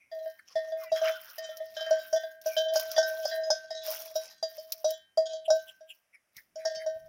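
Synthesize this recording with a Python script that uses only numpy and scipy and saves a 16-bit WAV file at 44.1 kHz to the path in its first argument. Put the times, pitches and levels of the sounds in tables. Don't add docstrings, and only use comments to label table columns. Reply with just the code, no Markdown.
import sys
import numpy as np
from scipy import signal
from scipy.fft import rfft, irfft
from scipy.io import wavfile
from scipy.ndimage import map_coordinates

SR = 44100
rng = np.random.default_rng(int(sys.argv[2]) if len(sys.argv) > 2 else 0)


def dump(signal):
    limited = np.clip(np.atleast_2d(signal).T, -1, 1)
    pcm = np.round(limited * 32767).astype(np.int16)
    wavfile.write(sys.argv[1], SR, pcm)


N = 312228
TIME = np.arange(N) / SR


def from_db(db):
    return np.exp(np.asarray(db) * (np.log(10) / 20))


def unit_rms(x):
    return x / np.sqrt(np.mean(x ** 2) + 1e-20)


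def drift(rate_hz):
    knots = rng.standard_normal(4096)
    return unit_rms(np.interp(TIME * rate_hz, np.arange(len(knots)), knots))


def bandpass(x, order, low_hz, high_hz):
    return signal.sosfilt(signal.butter(order, [low_hz, high_hz], "band", fs=SR, output="sos"), x)


def coloured(x, colour):
    size = 16384
    hz, db = np.transpose(colour)
    grid_hz = np.maximum(np.arange(size // 2 + 1) * SR / size, 1)
    gain = unit_rms(from_db(np.interp(np.log(grid_hz), np.log(hz), db)))
    causal_fold = np.r_[1, np.full(size // 2 - 1, 2), 1, np.zeros(size // 2 - 1)]
    cepstrum = irfft(np.log(gain)) * causal_fold
    return signal.fftconvolve(x, irfft(np.exp(rfft(cepstrum))))[:N]


def ring(drive, hz, t60_s):
    radius, angle = from_db(-60 / (t60_s * SR)), 2 * np.pi * hz / SR
    return signal.lfilter([0, np.sin(angle)], [1, -2 * radius * np.cos(angle), radius ** 2], drive + 1e-18)


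def clicks_at(times, heights):
    out = np.zeros(N)
    out[np.clip(np.round(times * SR).astype(int), 0, N - 1)] = heights
    return out


def bursts(times, db, t60_s):
    onsets = clicks_at(times, from_db(db) ** 2)
    power = signal.lfilter([1], [1, -from_db(-120 / (t60_s * SR))], onsets + 1e-18)
    return np.sqrt(power) * rng.standard_normal(N)


def grains(per_s, spread_db):
    gaps, sizes, signs = rng.exponential(1, (3, 30000))
    times = np.cumsum(gaps) / per_s
    heights = from_db(spread_db * np.minimum(sizes, 4)) * np.sign(signs - np.log(2))
    inside = times < TIME[-1]
    return unit_rms(clicks_at(times[inside], heights[inside]))


def crunch(per_s, spread_db, patchy_db):
    edges_hz = np.geomspace(500, 14000, 15)
    out = 0
    for low_hz, high_hz in zip(edges_hz, edges_hz[1:]):
        clumps = grains(per_s, spread_db) * from_db(patchy_db * drift(35))
        out += bandpass(clumps + 1e-18, 2, low_hz, high_hz)
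    return unit_rms(out)


def swells(rows, attack_s, sag_db_per_s, release_db_per_s):
    power = np.zeros((len(rows[0]) - 2, N))
    for start, length, *levels_db in rows:
        span = slice(*np.searchsorted(TIME, [start - attack_s, start + length + .5]))
        age = TIME[span] - start
        rise = np.clip(1 + age / attack_s, 0, 1) ** 2
        fall_db = sag_db_per_s * np.maximum(age, 0) + release_db_per_s * np.maximum(age - length, 0)
        power[:, span] += np.outer(from_db(levels_db), rise * from_db(-fall_db)) ** 2
    return np.sqrt(power)


# f/Hz, density/dB
BREEZE_COLOUR = [(18, -33), (30, -15), (449, -15.5), (649, -4.5), (822, -12.5), (2350, -8.5), (4190, -24.5),
                 (5450, -13.5), (7270, -22.5), (10200, -16), (16000, -26)]


def breeze(level_db):
    return from_db(level_db) * coloured(rng.standard_normal(N), BREEZE_COLOUR)


# t/s, level/dB
LOW_RUMBLE_LEVELS = [(0, -89.5), (0.5, -87.5), (1.05, -79.5), (1.3, -86), (2.0, -79.5), (2.35, -88.5),
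                     (2.85, -77), (3.5, -81.5), (4.3, -84.5), (5.05, -89), (5.6, -83.5), (6.1, -101),
                     (6.6, -82), (7.08, -84)]
# f/Hz, density/dB
LOW_RUMBLE_COLOUR = [(20, -10), (50, -7.5), (90, 3), (135, -1), (200, 2), (400, -2.5), (800, -26)]


def low_rumble(gain_db):
    level_db = np.interp(TIME, *np.transpose(LOW_RUMBLE_LEVELS)) + gain_db
    return from_db(level_db) * coloured(rng.standard_normal(N), LOW_RUMBLE_COLOUR)


# peak t/s, f/Hz, level/dB, 1/e half-length/s, rasp bandwidth/Hz
CHIRPS = [(0.01, 2340, -67.5, 0.087, 470), (0.395, 1816, -53.5, 0.0053, 620),
          (0.861, 2386, -59.5, 0.06, 60), (0.855, 2036, -56, 0.059, 61.7), (0.832, 1127, -53.5, 0.021, 90),
          (0.903, 2750, -59.5, 0.022, 150), (1.151, 1517, -45.5, 0.028, 130),
          (1.538, 1360, -64, 0.072, 30.1), (2.527, 2400, -52.5, 0.045, 220),
          (5.459, 3090, -45.5, 0.0083, 596), (5.691, 3080, -49.5, 0.015, 565),
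          (5.906, 2955, -48.5, 0.016, 600), (6.149, 2150, -55, 0.014, 475), (6.383, 2026, -53, 0.019, 487),
          (6.615, 2080, -59, 0.03, 708), (6.819, 1950, -47, 0.019, 437)]


def bird(glide_hz, upper_ratio, upper_db, lisp_hz, lisp_db, near_db, near_s, far_db, far_s):
    out = np.zeros(N)
    harshest_hz = max(row[-1] for row in CHIRPS)
    for peak_s, hz, db, half_s, width_hz in CHIRPS:
        span = np.abs(TIME - peak_s) < .3
        age = TIME[span] - peak_s
        phase = 2 * np.pi * np.cumsum(hz - glide_hz * np.tanh(age / half_s)) / SR
        white = rng.standard_normal((4, len(age)))
        rasp = unit_rms(signal.sosfilt(signal.butter(3, width_hz / 2, fs=SR, output="sos"), white))
        main = rasp[0] * np.sin(phase) + rasp[1] * np.cos(phase)
        upper = rasp[2] * np.sin(upper_ratio * phase) + rasp[3] * np.cos(upper_ratio * phase)
        hiss = bandpass(white[0], 2, lisp_hz - 2 * width_hz, lisp_hz + 2 * width_hz)
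        lisp = unit_rms(hiss) * width_hz / harshest_hz
        near = from_db(near_db) * np.exp(-np.abs(age) / near_s)
        far = from_db(far_db) * np.exp(-np.abs(age) / far_s)
        envelope = np.exp(-(age / half_s) ** 2) + (near + far) * (age > 0)
        out[span] += from_db(db) * envelope * (main + from_db(upper_db) * upper + from_db(lisp_db) * lisp)
    return out


# t/s, hoot level/dB, hoot t60/s, hoot starting bend/Hz,
# shell family levels/dB (lowest mode, its twin, low, middle, top), favoured f/Hz (middle, top)
BLOWS = [(0.114, -37, 0.13, 16.5, -83, -68, -52, -54.5, -47.5, 3455, 4770),
         (0.257, -23.5, 0.14, -3.5, -72, -56.5, -53, -58, -61, 3130, 4840),
         (0.554, -17, 0.18, 4, -82, -57.5, -40.5, -42.5, -39.5, 3455, 5100),
         (0.719, -23, 0.21, 9.5, -87, -57, -57, -51, -52, 3455, 4805),
         (0.917, -13, 0.15, 10.5, -73, -63, -55, -41.5, -35.5, 3854, 4750),
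         (0.958, -28.5, 0.25, 0.5, -49, -48, -56, -36.5, -36.5, 3265, 5500),
         (1.014, -17, 0.31, -3, -46, -53, -58, -40.5, -41, 3130, 5869),
         (1.38, -29.5, 0.12, -3, -69, -71, -45.5, -51, -40.5, 3098, 5000),
         (1.488, -29, 0.12, -16, -71, -72, -54, -50, -51, 3455, 5869),
         (1.601, -24.5, 0.16, -2, -79, -70, -48.5, -56, -70, 3450, 5100),
         (1.765, -26.5, 0.11, -18.5, -62, -40, -51, -34.5, -38.5, 3098, 5070),
         (1.806, -25.5, 0.17, -2.5, -56, -50, -57, -37.5, -38, 3098, 5070),
         (1.862, -26.5, 0.22, 7.5, -67, -40, -48.5, -71, -45.5, 3098, 4750),
         (1.907, -11, 0.16, -14.5, -36, -59, -67, -44.5, -32.5, 4295, 5680),
         (2.127, -13, 0.18, -10.5, -40.5, -67, -54, -47, -29, 3098, 5640),
         (2.158, -15.5, 0.073, 11.5, -50, -66, -46.5, -38.5, -37.5, 3455, 5030),
         (2.233, -25.5, .17, 19, -59, -46, -53, -45.5, -48.5, 3455, 4770),
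         (2.458, -17.5, 0.17, -22.5, -42.5, -67, -59, -56, -33, 3854, 5869),
         (2.565, -16.5, .18, -6, -47.5, -38, -70, -25.5, -34, 3098, 5060),
         (2.576, -33, .17, 0, -65, -58, -57, -44, -30.5, 4080, 5930),
         (2.756, -11.5, .08, -12, -35.5, -55, -59, -45.5, -23.5, 3098, 5760),
         (2.963, -22, 0.19, 1, -53, -62, -37, -30, -28, 3455, 4790),
         (2.978, -8, 0.12, 0, -28.5, -57, -55, -45, -23, 3455, 5600),
         (3.027, -23, 0.16, 12, -35, -55, -69, -41.5, -27.5, 3854, 5270),
         (3.251, -14, 0.062, -48, -37.5, -66, -53, -58, -24.5, 3850, 5114),
         (3.311, -28, 0.25, 22.5, -53, -40, -40, -38.5, -34.5, 4009, 4790),
         (3.502, -14.5, 0.13, -38, -35.5, -50, -50, -43, -17.5, 3687, 5120),
         (3.704, -24, 0.1, 8.5, -69, -72, -49, -45.5, -33.5, 3854, 4970),
         (3.877, -25, 0.18, -21, -74, -68, -63, -47, -36, 3854, 5093),
         (4.154, -20, 0.17, -21, -50.5, -75, -74, -40, -28, 3854, 5680),
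         (4.426, -20.5, .14, 11, -85, -58.5, -55.5, -44.5, -25.5, 3854, 4805),
         (4.578, -29, 0.11, -43.5, -82, -90, -82, -59, -41, 3098, 5093),
         (4.843, -14.5, 0.2, -47, -57, -76, -83, -36, -25.5, 3830, 5869),
         (5.173, -12.5, 0.21, 0.5, -80.5, -76, -56, -46.5, -28.5, 3250, 4770),
         (5.255, -38, .17, 0, -85, -76.5, -73, -42, -40, 3250, 6928),
         (5.331, -27, 0.22, -7.5, -88, -74, -86, -52, -42.5, 3265, 6250),
         (5.479, -15.5, .17, 3.5, -80.5, -73, -74, -56, -48.5, 3854, 5740),
         (5.502, -11.5, 0.17, -29, -38, -59, -70, -36.5, -24, 3854, 5680),
         (5.806, -41, 0.2, -9.5, -69, -64.5, -83, -71, -59, 3670, 5700),
         (6.556, -30.5, 0.21, -13.5, -63.5, -76, -77.5, -62, -44.5, 3030, 5680),
         (6.65, -16, 0.13, 13, -62, -44, -43, -49.5, -28, 3854, 5500),
         (6.861, -19.5, 0.19, -19.5, -51.5, -59, -55.5, -55.5, -40, 3800, 5680)]
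# t/s, depth/dB
MUTES = [(2.009, 13.5), (2.192, 11), (2.528, 10), (2.808, 14), (3.272, 26.5), (3.551, 33), (5.286, 8),
         (6.698, 10.5)]


def hoot(rolling, pitch_hz, waver_hz, settle_s, rise_s, rise_shape, decay_shape,
         blow_db, roll_db, wobble_db, mute_s):
    power = (rolling * from_db(roll_db + wobble_db * drift(60))) ** 2
    hz = pitch_hz + waver_hz * drift(54)
    for start, db, t60_s, bend_hz, *_ in BLOWS:
        span = slice(int(start * SR), min(int(start * SR) + SR // 2, N))
        age = TIME[span] - TIME[span][0]
        rise = 1 - np.exp(-(age / rise_s) ** rise_shape)
        decay_db = 60 * (age / t60_s) ** decay_shape
        power[span] += (rise * from_db(db + blow_db - decay_db)) ** 2
        hz[span] += bend_hz * np.exp(-age / settle_s)
    grit = 1 + .05 * drift(130)
    mute_db = sum(depth * np.exp(-np.minimum(((TIME - t) / mute_s) ** 2, 20)) for t, depth in MUTES)
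    return np.sqrt(power) * from_db(-mute_db) * grit * np.sin(2 * np.pi * np.cumsum(hz) / SR)


# f/Hz, level within family/dB, t60/s before damping
SHELL_MODES = [(1551, 0, .55), (1604, -4, .6), (1835, 0, .6), (2040, -14, .5), (2201, -20, .3),
               (2530, -15, .25), (2826, -15, .25), (3030, -12, .3), (3098, -5, .66), (3265, -2, .3),
               (3327, -8, .25), (3455, -1, .3), (3687, -8, .4), (3854, -2, .34), (4009, -5, .48),
               (4080, -8, .44), (4295, -12, .25), (4505, -9, .36), (4598, -5, .27), (4735, -8, .16),
               (4805, -3, .2), (5038, -2, .22), (5093, -5, .22), (5114, -1, .2), (5313, -1, .2),
               (5372, -5, .22), (5500, -5, .2), (5566, -3, .2), (5680, -1, .2), (5803, -9, .2),
               (5869, -1, .2), (5953, -12, .2), (6200, -6, .2), (6389, -9, .24), (6610, -4, .22),
               (6766, -11, .2), (6928, -12, .2), (7090, -11, .2), (7420, -15, .2), (8100, -18, .2),
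               (8354, -18, .2)]
FAMILY_EDGES_HZ = [1580, 1700, 2500, 4300]
LIP_MODE_HZ, LIP_BOOST_DB = 4805, 8


def shell(grazing, family_db, damping, favour_db, below_db_per_octave, above_db_per_octave,
          scatter_db, contact_s, chatter_db, chatter_t60_s, graze_db, roam_db):
    blows, modes = np.array(BLOWS), np.array(SHELL_MODES)
    times, levels_db, mode_hz = blows[:, 0], blows[:, 4:9] + family_db, modes[:, 0]
    families = np.searchsorted(FAMILY_EDGES_HZ, mode_hz)
    favoured_hz = np.where(families == families.max(), blows[:, -1:], blows[:, -2:-1])
    octaves = np.log2(mode_hz / favoured_hz)
    loss_db = octaves * np.where(octaves < 0, -below_db_per_octave, above_db_per_octave)
    luck_db = scatter_db * mode_hz / mode_hz[-1] * rng.standard_normal(octaves.shape)
    lip_db = LIP_BOOST_DB * (mode_hz == LIP_MODE_HZ)
    graze = grazing * grains(per_s=300, spread_db=7.0)
    lags = np.arange(int(contact_s * SR)) / SR
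    push = np.hanning(len(lags)) * 4 / len(lags)
    contact_times = np.round(times * SR)[:, None] / SR + lags
    out = 0
    for family in np.unique(families):
        own = families == family
        distance = np.abs(octaves[:, own])
        nearest = distance == distance.min(axis=1, keepdims=True)
        boost_db = np.where(nearest, favour_db[family] + lip_db[own], luck_db[:, own])
        share = from_db(modes[own, 1] - loss_db[:, own] + boost_db)
        share /= np.linalg.norm(share, axis=1, keepdims=True)
        chatter = bursts(times, levels_db[:, family] + chatter_db[family], chatter_t60_s)
        for k, (hz, db, t60_s) in enumerate(modes[own]):
            heights = from_db(levels_db[:, family]) * share[:, k]
            struck = clicks_at(contact_times, np.outer(heights, push * np.cos(2 * np.pi * hz * lags)))
            rubbed = from_db(db) * (chatter + graze * from_db(graze_db[family] + roam_db * drift(16)))
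            out += (-1) ** k * ring(struck + rubbed, hz, t60_s / damping[family])
    return bandpass(out, 3, 1150, 9500)


def jiggle(clang, travel_m, jerk_hz, buzz_depth, buzz_hz):
    sound_m_per_s = 343
    shift_samples = travel_m * drift(jerk_hz) * SR / sound_m_per_s
    moved = map_coordinates(clang, [np.arange(N) + shift_samples], order=3)
    return moved * (1 + buzz_depth * drift(buzz_hz))


# f/Hz, density/dB
CLATTER_COLOUR = [(40, -20.5), (300, -5.5), (1200, 5.5), (2500, -27), (5500, 0.5), (7000, -11), (8500, -4),
                  (12000, -4.5), (16000, -16.5)]
# f/Hz, density/dB
CLONK_COLOUR = [(100, -35.5), (420, -29.5), (620, 12.5), (830, 1), (1000, -16), (1400, -18), (3000, -43)]


def clatter(crack_db, crack_t60_s, wash_db, wash_t60_s, clonk_db, clonk_t60_s):
    times, hoot_db, _, _, lowest_db, twin_db, _, _, top_db, _, _ = np.transpose(BLOWS)
    force_db = (hoot_db + top_db) / 2
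    square_db = (np.maximum(lowest_db, twin_db) + top_db) / 2
    hardness_db = .5 * (force_db - force_db.max())
    crack = bursts(times, square_db + crack_db, crack_t60_s)
    wash = bursts(times, force_db + wash_db, wash_t60_s)
    clonk = bursts(times, force_db + hardness_db + clonk_db, clonk_t60_s)
    return coloured(crack + wash, CLATTER_COLOUR) + coloured(clonk, CLONK_COLOUR)


# t/s, level/dB
THUMPS = [(0.556, -67), (0.92, -64), (2.127, -64), (3.503, -61), (4.424, -69), (5.176, -63), (6.364, -69),
          (6.765, -69), (6.96, -72)]


def thuds(low_noise_db, thump_db, t60_s, top_hz):
    blow_times, hoot_db = np.array(BLOWS)[:, :2].T
    thump_times, peak_db = np.transpose(THUMPS)
    low_bursts = bursts(blow_times, hoot_db + low_noise_db, t60_s)
    thumps = bursts(thump_times, peak_db + thump_db, t60_s)
    return bandpass(low_bursts + thumps, 2, 30, top_hz) * np.sqrt(SR / 2 / top_hz)


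# t/s, length/s, hoot level/dB, grazing level/dB
ROLLS = [(0.13, 0.12, -30.5, -56), (0.575, 0.3, -35, -63.5), (1.04, 0.064, -25.5, -39.5),
         (1.395, 0.062, -36.5, -45.5), (1.5, 0.25, -43.5, -62), (1.92, 0.075, -30.5, -42.5),
         (2.0, 0.14, -46, -49.5), (2.3, 0.14, -48.5, -69), (2.6, 0.18, -23.5, -43.5),
         (2.75, 0.06, -32, -50), (2.83, 0.14, -34.5, -38.5), (3.05, 0.25, -29, -43),
         (3.34, 0.21, -26, -49.5), (3.6, 0.11, -45.5, -52.5), (3.75, 0.12, -36, -40),
         (3.95, 0.18, -43.5, -49.5), (4.28, 0.076, -62.5, -50.5), (4.52, 0.31, -46.5, -58),
         (4.89, 0.031, -29.5, -38.5), (5.255, 0.078, -33, -42.5), (5.35, 0.15, -44, -72.5),
         (5.53, 0.04, -23, -37.5), (5.61, 0.081, -52.5, -78), (6.59, 0.08, -41, -50),
         (6.68, 0.081, -32.5, -40.5), (6.77, 0.2, -35, -71), (6.9, 0.071, -38, -65),
         (7.0, 0.23, -48.5, -86)]


def rim_rolls():
    return swells(ROLLS, attack_s=.015, sag_db_per_s=12, release_db_per_s=423)


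# t/s, length/s, leaf level/dB, twig level/dB
BRUSHES = [(0.15, 0.22, -62, -72.5), (0.5, 0.22, -74.5, -64.5), (0.8, 0.032, -55, -65.5),
           (0.95, 0.083, -58, -59), (1.05, 0.065, -48, -48.5), (1.2, 0.17, -52.5, -63.5),
           (1.48, 0.58, -63, -67), (1.76, 0.079, -61, -60.5), (2.0, 0.31, -56, -67),
           (2.47, 0.13, -49.5, -56.5), (2.765, 0.054, -44, -45.5), (2.88, 0.086, -51.5, -52),
           (3.07, 0.3, -52, -55), (3.42, 0.22, -75, -65), (3.875, 0.061, -38, -43.5),
           (3.97, 0.052, -44.5, -49), (4.05, 0.17, -54.5, -60), (4.23, 0.072, -65, -56.5),
           (4.5, 0.44, -57.5, -66), (5.53, 0.17, -60, -65.5), (5.9, 0.075, -70.5, -81.5),
           (6.37, 0.038, -62.5, -71.5), (6.58, 0.48, -71, -76)]
# f/Hz, density/dB
TWIG_COLOUR = [(500, -1.5), (1500, -6.5), (3000, -3.5), (4300, -4), (5500, 6.5), (6600, -6.5), (8000, -22),
               (11000, -8)]
LEAF_COLOUR = [(800, -26), (5000, -37), (8000, -15), (9500, -3), (11500, 1.5), (15000, 11.5), (16000, 2)]


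def rustle(twig_db, leaf_db, flutter_db):
    leaf_gain, twig_gain = swells(BRUSHES, attack_s=.06, sag_db_per_s=6.5, release_db_per_s=251.5)
    surge = from_db(flutter_db * drift(60))
    leaves = leaf_gain * from_db(leaf_db) * grains(per_s=1700, spread_db=6.5)
    twigs = twig_gain * from_db(twig_db) * crunch(per_s=550, spread_db=3.2, patchy_db=3.4)
    return coloured(surge * twigs, TWIG_COLOUR) + coloured(surge * leaves, LEAF_COLOUR)


# t/s, level/dB
SNAPS = [(0.299, -42.5), (0.836, -31.5), (1.3, -32.5), (1.384, -26.5), (1.57, -28.5), (2.4149, -35),
         (2.7367, -23), (2.7714, -25), (2.797, -16.5), (2.915, -19.5), (3.933, -33), (4.019, -30),
         (4.161, -23), (4.721, -12.5), (4.906, -22), (6.3665, -30)]
# f/Hz, density/dB
SNAP_COLOUR = [(1000, -25.5), (3000, -4.5), (5500, 11.5), (8000, -11.5), (12000, 5.5), (16000, 6.5)]


def snaps(gain_db, t60_s):
    times, db = np.transpose(SNAPS)
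    return coloured(bursts(times, db + gain_db, t60_s), SNAP_COLOUR)


# t/s, length/s, level/dB
SCUFFS = [(0.81, 0.051, -61.5), (0.97, 0.081, -53.5), (1.062, 0.035, -37.5), (1.12, 0.42, -55.5),
          (1.8, 0.27, -56.5), (2.74, 0.27, -65), (3.86, 0.22, -76)]
# f/Hz, density/dB
SAND_COLOUR = [(400, -35.5), (900, -3), (1200, 8), (1500, 11.5), (2100, 4), (2900, 3), (4200, -9.5),
               (7000, -37.5)]


def scuffs(gain_db):
    drag, = swells(SCUFFS, attack_s=.063, sag_db_per_s=29.5, release_db_per_s=308)
    sand = crunch(per_s=600, spread_db=2.5, patchy_db=4.5)
    return coloured(drag * from_db(gain_db) * sand, SAND_COLOUR)


def drone(peak_s, peak_db, slope_db_per_s, hz, t60_s):
    level_db = peak_db - slope_db_per_s * np.abs(TIME - peak_s)
    return from_db(level_db) * unit_rms(ring(rng.standard_normal(N), hz, t60_s))


def scene():
    rolling, grazing = rim_rolls()
    bell = hoot(rolling, pitch_hz=640.5, waver_hz=3.0, settle_s=.02, rise_s=.0057, rise_shape=1.35,
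                decay_shape=1.235, blow_db=-1.5, roll_db=-2.0, wobble_db=1.93, mute_s=.006)
    clang = shell(grazing, family_db=[-1.15, -.7, 0, -2.5, -2], damping=[.85, .87, .98, 1.27, 1.22],
                  favour_db=[0, 0, -9.5, 19, 12.5], below_db_per_octave=-1, above_db_per_octave=13,
                  scatter_db=7.5, contact_s=.003,
                  chatter_db=[-48, -42.5, -41.5, -33, -52], chatter_t60_s=.05,
                  graze_db=[-59, -58.5, -63, -49.5, -49], roam_db=6.5)
    bell += jiggle(clang, travel_m=.011, jerk_hz=35, buzz_depth=.16, buzz_hz=170)
    bell += clatter(crack_db=-28.5, crack_t60_s=.022, wash_db=-33, wash_t60_s=.18,
                    clonk_db=-6, clonk_t60_s=.054)
    bell += thuds(low_noise_db=-64.5, thump_db=5.0, t60_s=.1, top_hz=201)
    scrub = rustle(twig_db=2.5, leaf_db=-1.0, flutter_db=2.3) + scuffs(gain_db=1.3)
    scrub += snaps(gain_db=-10.5, t60_s=.054)
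    chirps = bird(glide_hz=121.8, upper_ratio=2.5, upper_db=-18.5, lisp_hz=10500, lisp_db=-15,
                  near_db=-5.5, near_s=.015, far_db=-27.5, far_s=.11)
    background = breeze(level_db=-78.5) + low_rumble(gain_db=2.5)
    background += drone(peak_s=7.07, peak_db=-63, slope_db_per_s=114, hz=133, t60_s=.1)
    return (bell + scrub + chirps + background)[None]


def record(dry):
    return signal.sosfilt(signal.ellip(10, .3, 70, 16000, fs=SR, output="sos"), dry)


dry = scene()
out = record(dry)
dump(out)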